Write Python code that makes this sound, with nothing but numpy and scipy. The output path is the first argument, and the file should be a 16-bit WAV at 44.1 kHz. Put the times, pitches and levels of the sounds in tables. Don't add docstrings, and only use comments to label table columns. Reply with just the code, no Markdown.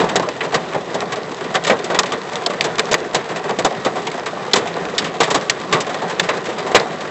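import sys
import numpy as np
from scipy import signal
from scipy.io import wavfile

SR = 44100
rng = np.random.default_rng(int(sys.argv[2]) if len(sys.argv) > 2 else 0)


def level_to_linear(level):
    exponent = np.asarray(level, float) / 20
    return 10 ** exponent


def dump_mix(stems):
    frames = np.atleast_2d(stems).T
    limited = np.clip(frames, -1, 1)
    pcm = np.round(limited * 32767).astype(np.int16)
    wavfile.write(sys.argv[1], SR, pcm)


N = 313110


def at_hz(points, hz):
    table_hz, values = np.array(points).T
    return np.interp(np.log(hz), np.log(table_hz), values)


def drift(rate_hz):
    hop = 40
    r = np.exp(-2 * hop * np.pi * rate_hz / SR)
    noise = rng.standard_normal(N // hop + 2002)
    slow = signal.lfilter([1], [1, -2 * r, r * r], noise)[2000:]
    return np.interp(np.arange(N) / hop, np.arange(len(slow)), slow / slow.std())


def drops(per_s, spread_db, t60_s):
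    sizes = level_to_linear(2 * spread_db * np.minimum(rng.exponential(1, N), 4))
    landings = sizes * (rng.random(N) < per_s / SR)
    power = signal.lfilter([1], [1, -level_to_linear(-120 / (t60_s * SR))], landings + 1e-18)
    return power / power.mean()


def hail():
    # (time [s], strike [dB], thud [dB re strike], crack [dB re strike], ring t60 [s])
    large_hard = [(1.5523, -13, -3.5, -8, 0.076), (1.6474, -21.5, -4, -1.5, 0.05),
                  (1.697, -10.5, -0.5, -14.5, 0.087), (1.944, -19, 0, -10, 0.11),
                  (1.9886, -10, -2, 1, 0.047), (2.462, -20.5, 5, 2.5, 0.041), (2.608, -19.5, -9, -5, 0.08),
                  (2.7928, -9.5, -4.5, -7, 0.04), (2.9445, -11, -6, -9, 0.027), (3.145, -16, 0, -2, 0.097),
                  (3.6465, -16, 5.5, -2, 0.088), (3.8477, -21.5, 2, -7.5, 0.14),
                  (4.533, -9.5, -1.5, -2, 0.058), (4.5558, -19, 5, -0.5, 0.14),
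                  (4.98, -16.5, -14, -1.5, 0.085), (5.231, -16.5, -12, -7.5, 0.12),
                  (5.4964, -14.5, -6, 1, 0.052), (5.7251, -12.5, -1, -8.5, 0.13),
                  (6.1957, -13, -4, -2, 0.046), (6.288, -15.5, 1, -12, 0.1)]
    large_slushy = [(0.088, -19, -0.5, -10, 0.066), (0.405, -14, -11, -23, 0.066),
                    (0.541, -14, 0, -5.5, 0.082), (0.942, -26.5, 11, 1.5, 0.06),
                    (1.1195, -21, 0, -6, 0.075), (1.541, -21.5, 4.5, -6, 0.052),
                    (1.667, -16, -3.5, -6, 0.11), (1.8406, -26, -7, 0.5, 0.069),
                    (1.8983, -25.5, 9, -9, 0.13), (2.9121, -17, 2, -4, 0.1), (5.2015, -13, 1, -6, 0.1),
                    (5.343, -17, 6, -2, 0.11), (5.802, -22, -14, -1, 0.079), (0.1558, -15, 1.5, -1, 0.063),
                    (2.64, -21.5, 2.5, -0.5, 0.094), (3.5863, -19, 1.5, -3, 0.064),
                    (5.302, -18.5, 2, -1, 0.098), (6.7454, -4.5, -3.5, -7.5, 0.092)]
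    # (time [s], strike [dB], thud [dB re strike], ring t60 [s])
    on_roof = [(0.018, -37, -3, 0.12), (0.041, -28.5, 10.5, 0.079), (0.1975, -27.5, 11, 0.072),
               (0.449, -30.5, 9, 0.086), (0.521, -28, 11, 0.25), (0.7450, -27, 12, 0.086),
               (1.0197, -30, 12.5, 0.047), (1.3149, -31, 5, 0.07), (1.4078, -29.5, 5.5, 0.053),
               (1.715, -27, 13, 0.13), (2.1194, -21.5, 3.5, 0.11), (2.5336, -28, 5.5, 0.068),
               (3.132, -30.5, 6.5, 0.16), (3.4397, -32, 10.5, 0.16), (3.4914, -26.5, 9, 0.11),
               (3.509, -39, 22, 0.029), (3.7055, -35.5, 15, 0.082), (3.861, -26, 12.5, 0.059),
               (4.4748, -38.5, 15, 0.066), (4.6556, -30.5, 16, 0.028), (4.7657, -28, 13.5, 0.031),
               (4.8532, -35, -1, 0.03), (5.1393, -33.5, 8.5, 0.14), (5.27, -29.5, 10.5, 0.15),
               (5.713, -34.5, 11, 0.22), (5.768, -31, 12, 0.19), (6.0183, -30.5, 10, 0.16),
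               (6.7978, -25.5, 5, 0.11), (6.925, -35, 3, 0.084), (7.007, -31, -6, 0.19)]
    on_glass = [(0.0, -22, -10, 0.13), (0.2883, -24.5, 4, 0.037), (0.3637, -32, -4, 0.054),
                (1.0046, -23, -8, 0.042), (1.1576, -30.5, 5, 0.15), (1.4412, -30.5, 6, 0.099),
                (1.6381, -24.5, -11, 0.18), (2.0334, -21, 5, 0.041), (2.0573, -25, -22, 0.11),
                (2.0917, -35.5, 5.5, 0.17), (2.3338, -47, -5, 0.19), (2.356, -29, 4, 0.17),
                (2.755, -27, -7, 0.03), (2.7817, -20, -1, 0.061), (2.8552, -36, -2, 0.05),
                (3.3589, -25, -3, 0.13), (4.0685, -20, -2.5, 0.066), (4.1146, -24.5, -19, 0.056),
                (4.2588, -23, -1, 0.12), (4.5122, -29, 0, 0.098), (4.6714, -25.5, -10, 0.1),
                (5.0186, -32, -11, 0.084), (5.043, -22.5, -5.5, 0.15), (5.4112, -30.5, 4, 0.2),
                (5.8924, -28, 1, 0.17), (5.9433, -25, 5, 0.064), (6.0792, -31, -3, 0.17),
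                (6.0967, -26.5, 0.5, 0.16), (6.3346, -30.5, 3.5, 0.23), (6.3688, -26.5, 1, 0.086)]
    wet_pellets = [(0.223, -31, 10.5, 0.097), (0.425, -30.5, 4.5, 0.19), (1.7884, -27, 3, 0.048),
                   (2.3152, -33, 8, 0.19), (2.418, -28.5, 7, 0.03), (2.4988, -25, 2, 0.08),
                   (2.88, -36, 14, 0.031), (2.9782, -38, 11, 0.22), (3.287, -29, 6, 0.17),
                   (3.9535, -29.5, 6.5, 0.27), (4.1391, -29, 10.5, 0.041), (4.1735, -32, 7.5, 0.092),
                   (5.8642, -28.5, 6.5, 0.087), (6.2288, -27.5, 1.5, 0.37), (6.4523, -26, -1, 0.13),
                   (6.4866, -30, 6.5, 0.13), (6.58, -27, 4.5, 0.12), (6.6624, -30, 8, 0.23),
                   (6.713, -25.5, 1, 0.07)]
    roof_crack_db, glass_crack_db, wet_crack_db = -8, -8, -8
    rows = [row + (True,) for row in large_slushy] + [row + (False,) for row in large_hard]
    small = (
        (wet_pellets, wet_crack_db, True),
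        (on_roof, roof_crack_db, False),
        (on_glass, glass_crack_db, False),
    )
    for table, crack_db, slushy in small:
        rows += [(s, db, thud_db, crack_db, t60_s, slushy) for s, db, thud_db, t60_s in table]
    return rows


def stones(hz, luck):
    # (frequency [Hz], level [dB per band])
    strike_colour = [(25, -33), (60, -37.5), (110, -10), (200, -10.5), (450, 0), (1000, -0.2), (2000, 1),
                     (4000, 4.5), (6000, 4.5), (8000, 6)]
    # (frequency [Hz], share of ring time [ratio])
    ring_share = [(100, 0.35), (400, 1.58), (1000, 1.34), (3000, 0.91), (8000, 0.65)]
    boom_db, knock_db = -1.5, 0.5
    slush_build_s, slush_start = 0.0042, 0.21
    cabin_tail_db, cabin_tail_s = -29, 0.44
    step = 8
    power, rate_hz = np.zeros(N // step + 1), SR / step
    ring, colour_db = at_hz(ring_share, hz), at_hz(strike_colour, hz)
    luck_db = 0.01 + 2.0 * (hz < 1300)
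    for k, (s, db, thud_db, crack_db, t60_s, slushy) in enumerate(hail()):
        blend_db = [thud_db + boom_db, thud_db + knock_db, 0, crack_db]
        level_db = db + np.interp(np.log(hz), np.log([300, 900, 2300, 5700]), blend_db)
        level_db = level_db + colour_db - 9.0 + luck_db * luck[k]
        ring_s, tail_s = np.clip(t60_s, .03, .2) * ring, cabin_tail_s * ring
        start = max(round((s - .0006) * rate_hz), 0)
        t = np.arange(min(int(.4 * tail_s * rate_hz), len(power) - start)) / rate_hz
        rise = 1 - np.exp(-t / (0.00051 + 0.41 / hz))
        if slushy:
            rise = rise * (1 - (1 - slush_start) * np.exp(-t / slush_build_s))
            t = np.maximum(t - 0.9 * slush_build_s, 0)
        fall = level_to_linear(-120 * (t / ring_s) ** 1.24) + level_to_linear(2 * cabin_tail_db - 120 * t / tail_s)
        power[start:][:len(t)] += level_to_linear(2 * level_db) * rise ** 2 * fall
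    return np.repeat(power, step)[:N]


def panels():
    # (time [s], drumming [dB])
    drumming = [(0.0, -6.5), (0.08, -19.5), (0.28, -21.5), (0.79, -23.5), (1.01, -19.5), (1.4, -24),
                (2.02, -20), (2.39, -27.5), (2.49, -21), (3.0, -21), (3.12, -21), (3.46, -23),
                (4.55, -22.5), (4.88, -20), (5.34, -23.5), (5.48, -23), (6.21, -21), (7.1, -21.5)]
    # (frequency [Hz], level [dB per Hz])
    patter = [(24, -55.5), (40, -22), (70, -21.5), (158, -7.5), (263, -5), (448, -4), (911, -6.5),
              (1090, -9.5), (1300, -9), (1850, -14), (2640, -18.5), (3760, -22.5), (8000, -32.5),
              (10400, -61), (17600, -120)]
    steady_rain_db, hiss_trim_db, hiss_holds = -23, -0.4, 1.2
    shatter_db, shatter_per_s = 1, 90
    gust_db, flutter_db = 1.3, 1.1
    run_in = 600
    rain_db = np.interp(np.arange(N) / SR, *np.transpose(drumming))
    hiss_db = hiss_trim_db - hiss_holds * (rain_db - steady_rain_db)
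    edges_hz = 25 * 2 ** np.arange(0, 8.6, 1 / 3)
    white = rng.standard_normal((2, N))
    luck = rng.standard_normal((len(hail()), len(edges_hz)))
    heavy, fine = drops(220, 1.7, 0.12), drops(270, 5.4, 0.027)
    gusts = drift(5.4)
    shatter = level_to_linear(2 * shatter_db * drift(shatter_per_s))
    out = np.zeros(N)
    for k, (low, high) in enumerate(zip(edges_hz, edges_hz[1:])):
        hz = np.sqrt(low * high)
        bright = np.clip(np.log2(hz / 500) / 7.2, 0, 1)
        grain = 0.31 + 0.14 * heavy + 0.39 * bright * fine
        level_db = rain_db + bright * hiss_db + at_hz(patter, hz) - 30
        level_db = level_db + gust_db * gusts + flutter_db * drift(8.7)
        rain = level_to_linear(2 * level_db) * grain * (high - low)
        power = rain + shatter ** bright * stones(hz, luck[:, k])
        drive = white[k % 2] * np.sqrt(power * SR / 2 / (high - low))
        drive = np.r_[drive[run_in:0:-1], drive]
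        band = signal.butter(2, [low, high], "band", fs=SR, output="sos")
        out += signal.sosfilt(band, drive)[run_in:]
    return out


def cracks(count=14):
    # (time [s], peak [dB], lowest mode [Hz], highest mode [Hz], t60 [s])
    hard_cracks = [(0.2884, -9, 700, 7500, 0.005), (1.9884, -5, 506, 2030, 0.014),
                   (1.9904, 1.5, 4200, 7400, 0.008), (2.4614, -5, 3130, 5500, 0.02),
                   (2.6094, 1.5, 2000, 5900, 0.005), (2.9321, -5, 3300, 7600, 0.0061),
                   (2.941, -2.5, 550, 2300, 0.0089), (4.534, 4, 3000, 5600, 0.016),
                   (4.9797, -6.5, 2780, 5530, 0.059), (5.4968, 1, 1600, 6800, 0.014),
                   (6.1964, -2.5, 1470, 4200, 0.02), (6.798, -13, 4000, 5230, 0.0074),
                   (2.9424, 3, 1500, 7400, 0.005), (0.7442, -15, 350, 1800, 0.025),
                   (0.9432, -17, 400, 2200, 0.025), (2.7815, -12, 900, 7000, 0.04),
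                   (1.6715, -14, 500, 2500, 0.03), (0.0, -9, 800, 4000, 0.03),
                   (4.5615, -14, 1500, 7400, 0.02), (5.2035, -8, 500, 5000, 0.02)]
    # (time [s], peak [dB], pitch [Hz])
    thumps = [(0.101, -16, 815), (0.277, -13.5, 567), (0.362, -19.5, 744), (0.812, -19, 640),
              (0.872, -20.5, 466), (1.07, -18, 545), (1.174, -15, 484), (1.212, -19.5, 443),
              (1.277, -20.5, 490), (1.307, -17, 331), (1.463, -19.5, 392), (1.84, -18, 370),
              (2.175, -17.5, 392), (2.35, -18, 1076), (2.597, -14, 724), (2.833, -16, 482),
              (3.012, -17, 396), (3.057, -17.5, 420), (3.1, -22, 381), (3.397, -18, 790),
              (3.457, -14.5, 450), (3.92, -18, 584), (3.953, -15.5, 583), (4.222, -20, 714),
              (4.329, -17, 620), (4.371, -16.5, 980), (4.883, -17, 424), (4.937, -16, 442),
              (5.107, -19, 453), (5.651, -22, 706), (5.943, -18.5, 529), (6.366, -14.5, 438),
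              (6.483, -14.5, 413), (6.854, -14.5, 689), (7.009, -18, 592)]
    thump_t60_s, thump_trim_db, thump_spread = 0.073, -5, 1.3
    crack_rise_s, scatter_db = 0.0003, 4
    rows = hard_cracks + [
        (s, db + thump_trim_db, hz / thump_spread, hz * thump_spread, thump_t60_s)
        for s, db, hz in thumps
    ]
    out = np.zeros(N + SR)
    luck = rng.random((len(rows), 3, count))
    for (s, db, low, high, t60_s), (place, phase, size) in zip(rows, luck):
        t = np.arange(int(t60_s * SR))[:, None] / SR
        modes_hz = low * (high / low) ** ((np.arange(count) + place) / count)
        rise = 1 - np.exp(-t / (crack_rise_s + 0.031 * t60_s))
        envelope = rise * level_to_linear(2 * scatter_db * size - 60 * t / t60_s)
        crack = (envelope * np.sin(2 * np.pi * (modes_hz * t + phase))).sum(1)
        out[round(s * SR):][:len(t)] += level_to_linear(db) * crack / np.abs(crack).max()
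    return out[:N]


def sleet(count=300):
    base_db, spread_db, centre_hz = -33.5, 3.5, 3000
    when, size, pitch = rng.random((count, 3)).T
    peak_db = base_db - spread_db * np.log(size + .1)
    return list(zip(when * (N - 2) / SR, peak_db, centre_hz * 2 ** (1.2 * pitch - 0.6)))


def contacts():
    # (time [s], peak [dB], pitch [Hz])
    ticks = [(0.1972, -12, 4170), (1.0059, -11, 4600), (1.1587, -21, 3720), (1.3458, -17.5, 4540),
             (1.6386, -13.5, 4790), (1.9481, -13, 3380), (2.0336, -10, 4560), (2.1212, -15, 4060),
             (2.3343, -15, 4400), (2.3565, -8, 4750), (2.7562, -17, 4560), (2.7949, -16, 3960),
             (2.8557, -16.5, 4700), (3.0041, -19, 4390), (3.5095, -13, 3970), (5.4117, -15, 4050),
             (5.6012, -17.5, 4600), (5.9444, -14.5, 3420), (6.2899, -28, 3570), (6.5944, -18, 3110)]
    # (time [s], peak [dB], pitch [Hz])
    knocks = [(0.042, -3, 608), (0.157, -1, 820), (0.198, -3, 634), (0.407, -14, 710), (0.745, -10, 406),
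              (0.946, -12, 431), (1.549, -9, 1040), (1.672, -4, 640), (1.698, 0, 725), (1.9, -10, 453),
              (1.949, -6.5, 491), (2.499, -8.5, 370), (2.912, -9, 462), (3.147, -2, 795),
              (3.588, -4.5, 490), (3.648, -4, 448), (3.863, -6, 375), (4.537, -6, 510), (5.204, -3, 450),
              (5.345, -3.5, 767), (5.727, -9, 1190), (6.288, -8, 610), (6.667, -14, 635), (6.717, -7, 496),
              (6.747, 11, 658)]
    # (time [s], peak [dB])
    grains = [(0.3176, -24), (0.6677, -33), (0.688, -24), (0.9016, -30), (1.1095, -39), (1.233, -21),
              (1.315, -24), (1.3697, -25), (1.823, -35), (1.937, -31), (2.217, -18), (2.2977, -19),
              (2.8345, -28), (3.0437, -25), (3.1123, -24), (3.5713, -32), (3.706, -31), (3.7991, -27),
              (4.1969, -18), (4.7418, -17.5), (4.765, -28), (4.8036, -31), (4.8533, -15), (5.168, -25),
              (5.453, -30), (5.6205, -25), (5.703, -25), (5.988, -23), (6.5686, -28), (7.0075, -21)]
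    grain_hz, knock_trim_db = 3750, -6
    t60_s, t60_ref_hz = 0.0062, 4500
    rows = ticks + [(s, db, grain_hz) for s, db in grains]
    rows = rows + [(s, db + knock_trim_db, hz) for s, db, hz in knocks] + sleet()
    out, luck = np.zeros(N), rng.standard_normal((len(rows), 2, 8))
    for (s, db, hz), (pitch, strength) in zip(rows, luck):
        start = round(s * SR)
        t = np.arange(int(t60_s * t60_ref_hz / hz * SR))[:, None] / SR
        octaves = 0.51 * np.linspace(-1, 1, 8) + .1 * pitch
        modes_hz = np.clip(hz * 2 ** octaves, 250, 7800)
        fall = level_to_linear(4.1 * strength - 60 * t / t60_s * hz / t60_ref_hz)
        click = (fall * np.sin(2 * np.pi * modes_hz * t)).sum(1)[:N - start]
        out[start:][:len(t)] += level_to_linear(db + 2.5) * click / (np.abs(click).max() + 1e-9)
    return signal.sosfilt(signal.butter(2, 220, "high", fs=SR, output="sos"), out)


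def splashes():
    # (time [s], peak [dB])
    bursts = [(0.22, -22.5), (0.362, -28.5), (0.592, -31), (0.613, -29), (0.804, -29), (0.853, -30),
              (0.9, -29), (1.368, -29), (2.175, -25), (2.401, -29), (2.977, -26), (3.058, -28), (3.09, -32),
              (3.258, -29.5), (3.555, -31), (3.694, -31), (3.797, -29), (3.995, -27), (4.017, -26.5),
              (4.051, -27), (4.152, -26.5), (4.309, -27), (4.421, -29), (4.475, -29), (4.896, -25.5),
              (4.946, -26), (5.165, -32), (5.45, -28), (5.681, -31.5), (5.928, -26), (6.143, -30),
              (6.439, -25), (6.525, -26.5), (6.867, -28.5), (6.934, -29)]
    t60_s, trim_db, low_hz, high_hz = 0.09, -1, 1500, 4500
    spray_per_s, spray_db, spray_spread_db = 500, -39, 4.5
    starts = np.full(N, 1e-18)
    for s, db in bursts:
        starts[round(s * SR)] = level_to_linear(db + trim_db)
    dying = signal.lfilter([1], [1, -level_to_linear(-60 / (t60_s * SR))], starts)
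    hiss = signal.lfilter([.01], [1, -.99], dying) * rng.standard_normal(N)
    sizes_db = spray_db + 12 + spray_spread_db * np.minimum(rng.exponential(1, N), 3.5)
    sizes = level_to_linear(sizes_db) * rng.choice([-1, 1], N)
    spray = sizes * (rng.random(N) < spray_per_s / SR)
    dulling = signal.butter(1, [low_hz, high_hz], "band", fs=SR, output="sos")
    return signal.sosfilt(dulling, hiss + spray)


def jolts():
    # (time [s], peak [dB])
    pushes = [(0.138, -38), (0.52, -37), (2.89, -50), (2.894, -34), (3.118, -38), (3.628, -27),
              (3.831, -45), (4.542, -43.5), (4.955, -47), (5.192, -38), (5.323, -34), (5.706, -35),
              (6.264, -46), (6.726, -43.5)]
    push_hz, decay_s, delay_s = 45, 0.007, .02
    clicks = np.zeros(N)
    for s, db in pushes:
        clicks[round((s + delay_s) * SR)] = level_to_linear(db + 5)
    t = np.arange(int(.06 * SR)) / SR
    return signal.fftconvolve(clicks, np.sin(2 * np.pi * push_hz * t) * np.exp(-t / decay_s))[:N]


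def cabin(x):
    # (frequency [Hz], width [Hz], level [dB])
    resonances = [(166.4, 52, 3.5), (390, 65, -4), (448, 95, -4.5), (642, 112, -6), (740, 31, -2.5),
                  (1030, 43, -3.5), (1140, 51, -1), (1860, 266, -3.5), (3570, 570, -6.5),
                  (7040, 730, -11.5)]
    out = x.copy()
    for hz, width_hz, db in resonances:
        r = np.exp(-np.pi * width_hz / SR)
        zeros = [(1 - r * r) / 2, 0, (r * r - 1) / 2]
        poles = [1, -2 * r * np.cos(2 * np.pi * hz / SR), r * r]
        out += level_to_linear(db) * signal.lfilter(zeros, poles, x)
    return out


def scene():
    return cabin(panels() + contacts() + cracks() + splashes() + jolts())[None]


def top_cut(x):
    return signal.sosfilt(signal.butter(12, 16400, fs=SR, output="sos"), x)


def record(dry):
    cutoff_hz = 7975
    cut = signal.ellip(12, .5, 90, cutoff_hz, fs=SR, output="sos")
    settled = signal.sosfilt_zi(cut)[:, None] * dry[:, :1]
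    narrow, _ = signal.sosfilt(cut, np.clip(dry, -.85, .85), zi=settled)
    return top_cut(np.clip(narrow, -1, 1))


dry = scene()
out = record(dry)
dump_mix(out)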